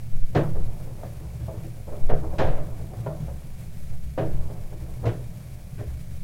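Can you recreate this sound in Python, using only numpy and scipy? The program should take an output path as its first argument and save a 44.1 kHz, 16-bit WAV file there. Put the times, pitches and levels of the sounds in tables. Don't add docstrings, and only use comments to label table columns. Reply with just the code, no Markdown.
import sys
import numpy as np
from scipy import signal
from scipy.fft import rfft, irfft
from scipy.io import wavfile
from scipy.ndimage import uniform_filter1d

SR = 44100
rng = np.random.default_rng(int(sys.argv[2]) if len(sys.argv) > 2 else 0)


def gain_from_db(level_db):
    decades = np.asarray(level_db, float) / 20
    return 10 ** decades


def transcribe(u):
    v = np.clip(np.atleast_2d(u).T, -1, 1)
    q = np.round(v * 32767).astype(np.int16)
    wavfile.write(sys.argv[1], SR, q)


N = 274872

# frequency in Hz, level in dB, t60 in s.
BODY_MODES = [(219, 1, .16), (328, 4, .2), (350, -3, .14), (412, 2, .16), (470, -2, .14), (530, -1, .14),
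              (568, -2, .15), (597, 0, .18), (646, -3, .15), (724, -4, .14), (850, -13, .1),
              (940, -16, .09), (1061, -15, .09), (1246, -13, .08), (1384, -10, .08), (1603, -5, .09),
              (1789, -4, .08)]


def evened(x):
    return x / np.sqrt(np.mean(x ** 2) + 1e-20)


def read(points, hz):
    f, value = np.transpose(points)
    return np.interp(np.log(hz + 1), np.log(f + 1), value)


def add(mix, s, sound):
    part = mix[round(s * SR):][:len(sound)]
    part += sound[:len(part)]


def ring(x, hz, width):
    pole = np.exp((2j * np.pi * hz - np.pi * width) / SR)
    return 2 * signal.lfilter([1 - abs(pole)], [1, -pole], x).real


def colour(x, spectrum):
    n = x.shape[-1]
    gain = gain_from_db(read(spectrum, np.fft.rfftfreq(n, 1 / SR)))
    return irfft(rfft(x) * gain, n)


def blow(t, rise, t60):
    rise, t60 = max(rise, .001), max(t60, .02)
    return np.minimum(t / rise, 1) * gain_from_db(-60 * np.maximum(t - rise, 0) / t60)


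def grit(shape, spread_db):
    wander = uniform_filter1d(rng.standard_normal(shape), size=88) * np.sqrt(88)
    impacts = gain_from_db(spread_db * wander) * rng.standard_normal(shape)
    return signal.sosfilt(signal.butter(3, 1100, fs=SR, output="sos"), impacts)


def strokes(rows, rise_db_s, rest_db):
    t = np.arange(0, N / SR + .002, .001)
    power = gain_from_db(2 * rest_db)
    for s, db, t60 in rows:
        below_top = np.where(t < s, rise_db_s * (s - t), 60 * (t - s) / max(t60, .1))
        power = power + gain_from_db(2 * (db - below_top))
    return np.interp(np.arange(N) / SR, t, np.sqrt(power))


def floor():
    # frequency in Hz, density in dB per Hz.
    floor_spectrum = [(28, -24), (48, -5.5), (154, -4), (187, -11), (232, -21.5), (342, -30.5),
                      (530, -27.5), (598, -26), (881, -41), (1740, -36), (2220, -39), (2760, -40.5),
                      (7820, -41.5), (10700, -40), (15800, -44.5)]
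    # centre in Hz, width in Hz, level in dB.
    whine_band = (2280, 480, -68.5)
    hiss = colour(rng.standard_normal(N), floor_spectrum)
    top = signal.sosfilt(signal.butter(4, 3000, "high", fs=SR, output="sos"), hiss)
    hz, width, whine_db = whine_band
    whine = evened(ring(ring(rng.standard_normal(N), hz, width), hz, width))
    flicker_db = evened(uniform_filter1d(rng.standard_normal(N), size=1200))
    cycle = np.arange(N) / SR * 29.97 % 1
    unsteady = gain_from_db(flicker_db + 3 * np.exp(-cycle / .1))
    return unsteady * (gain_from_db(-58.5) * hiss / np.std(top) + gain_from_db(whine_db) * whine)


def hum():
    # frequency in Hz, width in Hz, level in dB.
    room_modes = [(65.2, 4.8, 3.5), (117.9, 12.5, 4), (146, 19, -8), (167, 8.5, -5.5), (183.5, 17, -14.5)]
    # time of the top in s, level in dB, t60 in s.
    swells = [(0.01, -40, 1.7), (.45, -30.5, 3.2), (1.36, -36, 8.1), (2.2, -32, 6), (2.62, -33.5, 7.2),
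              (4.3, -30.5, 2.3), (5.1, -32, 2.4), (5.85, -35, 4.2)]
    noise = rng.standard_normal((len(room_modes), N))
    tone = np.zeros(N)
    for x, (hz, width, db) in zip(noise, room_modes):
        narrow = ring(ring(x, hz, width), hz, 6.8 * width)
        tone += gain_from_db(db) * evened(narrow)
    return gain_from_db(-1.43) * strokes(swells, rise_db_s=39, rest_db=-44) * evened(tone)


def pushes():
    # time after the start in s, pressure, width in s.
    yank_lobes = [(-.1, .04, .06), (0, -.4, .022), (.037, .3, .014), (.09, .52, .017), (.15, -.11, .035),
                  (.232, .08, .016), (.27, -.07, .025)]
    recoil_lobes = [(-.08, .13, .04), (-.035, .17, .016), (0, -.3, .014), (.047, -.29, .017),
                    (.105, .17, .018), (.146, .06, .012), (.228, .06, .014), (.27, .05, .012),
                    (.3, -.05, .014)]
    slack_lobes = [(-.2, 0.033, 0.029), (-.09, -0.051, 0.067), (0, 0.087, 0.042), (.05, 0.051, 0.03),
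                   (.105, -.08, .025), (.255, -0.038, 0.019)]
    # start in s, strength.
    yank_plays = [
        (.148, .79),
        (2.045, 1.01),
    ]
    recoil_plays = [
        (.588, .85),
        (2.501, 1.01),
        (4.354, .66),
    ]
    slack_plays = [
        (3.924, 1.01),
        (6.24, .6),
    ]
    t = np.arange(N) / SR
    sway_spectrum = [(3, -20), (8, -4), (16, 0), (23, 0), (28, -16), (45, -60)]  # (Hz, dB)
    out = gain_from_db(-38) * evened(colour(rng.standard_normal(N), sway_spectrum))
    gestures = ((yank_lobes, yank_plays), (recoil_lobes, recoil_plays), (slack_lobes, slack_plays))
    for lobes, plays in gestures:
        for s, strength in plays:
            for at, pressure, width in lobes:
                out += strength * pressure * np.exp(-((t - s - at) / width) ** 2)
    return out


def drag():
    # time of the top in s, level in dB, t60 in s.
    slides = [(0.01, -50.5, 1.2), (.375, -15.5, 0.34), (.56, -40.5, 8.8), (1.1, -50, 0.76),
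              (1.54, -39, 0.85), (1.94, -38, 1.2), (2.19, -36, 4), (2.415, -26, 1.24), (2.92, -40.5, 3.7),
              (3.12, -37.5, 0.71), (3.4, -52, 2.5), (4.3, -44, 4.3), (4.41, -39.5, 2), (4.85, -44.5, 5.9),
              (5.1, -48.5, 1.3), (5.5, -57, 6)]
    rub = grit(N, spread_db=2.5)
    murmur = sum(gain_from_db(db) * ring(rub, hz, 4 / t60) for hz, db, t60 in BODY_MODES[:13])
    return gain_from_db(-8.0) * strokes(slides, rise_db_s=700, rest_db=-71.5) * evened(murmur)


def clunks():
    # frequency in Hz, rise in s.
    housing_modes = [
        (69, 0.026),
        (113.5, 0.018),
        (148, 0.0077),
    ]
    # start in s, peak in dB, t60 in s.
    thuds = [
        [(0.358, -27, 0.25), (1.394, -27, 0.34), (2.119, -30.5, .32), (2.424, -20, 0.2), (3.399, -36, 0.43),
         (4.048, -34.5, 0.3), (4.309, -27.5, 0.63), (5.048, -35, .4), (5.858, -25.5, 0.48),
         (6.118, -29.5, 0.46)],
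        [(0.355, -20, 0.22), (0.59, -25, 0.33), (1.036, -28.5, 0.88), (1.394, -26.5, .52), (1.563, -24.5, 0.22),
         (2.113, -24, 0.22), (2.39, -24.5, .51), (2.605, -34, 0.16), (2.772, -32, 0.59), (2.96, -25, 0.68),
         (3.19, -35, 0.47), (4.19, -27, 0.44), (5.04, -21.5, 0.22), (5.0575, -16.5, 0.22), (5.787, -22, 0.23)],
        [(0.357, -15.5, 0.47), (0.48, -30.5, 0.45), (2.123, -22, 0.29), (2.389, -21, 0.15), (2.47, -21.5, 0.23),
         (2.603, -30.5, 0.23), (3.068, -28.5, 0.74), (3.2, -23.5, 0.4), (4.185, -22.5, 0.57),
         (4.317, -28, 0.21), (5.125, -36, .38)],
    ]
    t, out = np.arange(SR // 2) / SR, np.zeros(N)
    for (hz, rise), rows in zip(housing_modes, thuds):
        for s, db, t60 in rows:
            noise = rng.standard_normal(len(t))
            wobble = 0.22 * evened(ring(noise, hz, 14.5))
            tone = np.sin(2 * np.pi * hz * t) + wobble
            add(out, s, gain_from_db(db - 1.5) * tone * blow(t, rise, t60))
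    return out


def hits():
    knock_rises = [
        0.0058,
        0.0091,
        0.017,
    ]
    # start in s, peak in dB, bright clatter in dB,
    # centre of the ring in octaves above 250 Hz, rattle t60 in s.
    hard_knocks = [
        [(1.029, -32, -49, 1.2, 0.25), (1.481, -32, -57, 1.4, 0.23), (3.063, -25, -39, 1.74, 0.088),
         (4.178, -20.5, -34, 0.97, 0.34)],
        [(0.35, -13.5, -24.5, 0.67, 0.28), (1.872, -34.5, -56.5, 1.17, 0.69), (2.094, -20.5, -34.5, 1.27, 0.3),
         (2.469, -28.5, -39, 1.3, 0.47)],
        [(2.384, -18.5, -27, 1.62, 0.4), (2.569, -30, -42, 1.13, 0.21), (3.273, -38, -51, 1.5, 0.18),
         (5.03, -27, -49, 1.24, 0.49), (5.056, -23.5, -32, 0.59, 0.28), (5.781, -33, -44.5, 0.87, 0.27)],
    ]
    # start in s, peak in dB, centre of the ring in octaves above 250 Hz.
    light_taps = [(0.116, -53, 1.6), (0.548, -33, 0.78), (0.838, -48, 0.97), (0.867, -42.5, 0.98),
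                  (0.985, -46, 1.4), (1.198, -44, 0.47), (1.395, -44, 0.26), (1.638, -40, 0.36),
                  (1.762, -48, 0.67), (1.914, -37, 1.5), (2.23, -31.5, 0.82), (2.322, -33, 1.3),
                  (2.665, -44, 0.24), (2.783, -42, 0.73), (2.926, -41, 1.2), (3.096, -34.5, 1.1),
                  (3.907, -49, 2.3), (4.299, -39, 0.61), (4.494, -40, 0.98), (4.539, -47.5, 2.2),
                  (4.72, -40, 0.67), (4.802, -40, 0.22), (5.199, -46, 0.27), (5.579, -50, 1.5)]
    found = []
    for rise, rows in zip(knock_rises, hard_knocks):
        for s, db, bright_db, place, t60 in rows:
            found.append((s, db, bright_db, place, rise, t60))
    for s, db, place in light_taps:
        bright_db = -53 + 0.38 * (db + 36)
        found.append((s, db, bright_db, place, .011, 0.22))
    return found


def clatter(noise, t60, tilt_db):
    # frequency in Hz, clatter t60 as a factor on the rattle's.
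    fade_factors = [(700, 1.32), (2000, 0.94), (4000, 0.77), (8000, 0.36)]
    hz, t, z = signal.stft(noise, SR, nperseg=128)
    tilt = tilt_db * np.log2(np.maximum(hz, 700) / 1600)
    band_t60 = max(t60, .03) * read(fade_factors, hz)
    z = z * gain_from_db(tilt[:, None] - 60 * t / band_t60[:, None])
    return signal.istft(z, SR, nperseg=128)[1][:len(noise)]


def knocks():
    # frequency in Hz, density in dB per Hz.
    clatter_spectrum = [(500, 14), (800, -11.5), (1200, -4.5), (1650, -1.5), (2200, -11), (3000, -16),
                        (4500, -28), (7000, -37.5), (11000, -59), (16000, -64)]
    strikes = hits()
    t, out = np.arange(SR * 2 // 5) / SR, np.zeros(N)
    rattle = evened(grit((len(strikes), len(t)), spread_db=3.5))
    noise = evened(colour(rng.standard_normal(rattle.shape), clatter_spectrum))
    tap = 2 * np.exp(-((t - .001) / .0003) ** 2)
    for (s, db, bright_db, place, rise, t60), shake, crack in zip(strikes, rattle, noise):
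        shake = shake * blow(t, rise, .75 * t60) + min(.007 / rise, 1) * tap
        body = np.zeros(len(t))
        for hz, mode_db, mode_t60 in BODY_MODES:
            octaves_off = np.log2(hz / 250) - np.clip(place, .3, 1.7)
            near_db = mode_db - np.minimum(14 * octaves_off ** 2, 20)
            body += gain_from_db(near_db) * ring(shake, hz, 1.8 / mode_t60)
        loud = np.sqrt(uniform_filter1d(body ** 2, size=400).max())
        above_hiss = np.sqrt(max(gain_from_db(2 * bright_db) - gain_from_db(2 * -59), 0))
        hardness = np.clip(bright_db - db + 18, -10, 10)
        crack = clatter(crack, t60, 0.76 * hardness)
        crack = crack * np.minimum(t / (1.9 * rise), 1) ** 0.29
        add(out, s - .001, gain_from_db(db - 4) * body / loud + 3 * above_hiss * crack)
    return out


def scene():
    return (floor() + hum() + pushes() + drag() + clunks() + knocks())[None]


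def low_pass(x):
    return signal.sosfilt(signal.butter(12, 16170, fs=SR, output="sos"), x)


def record(dry):
    free, full = .08, .48
    first_lost_hz, lost_above_hz = 8000, 3200
    ahead_s = .004
    hz, t, z = signal.stft(dry, SR, nperseg=256)
    pressure = abs(uniform_filter1d(dry[0], size=500))
    pressure = np.interp(t + ahead_s, np.arange(N) / SR, pressure)
    strain = np.clip((pressure - free) / (full - free), 0, 1)
    luck = rng.random((len(t) // 6 + 1, len(hz) // 3))
    luck = np.repeat(np.repeat(luck, 3, axis=1), 6, axis=0)[:len(t)].T
    edge_hz = first_lost_hz + (lost_above_hz - first_lost_hz) * np.sqrt(strain)
    lost = (hz[:, None] > edge_hz) & (luck < strain)
    mix = signal.istft(z * np.where(lost, .08, 1), SR, nperseg=256)[1][:, :N]
    return low_pass(mix)


dry = scene()
out = record(dry)
transcribe(out)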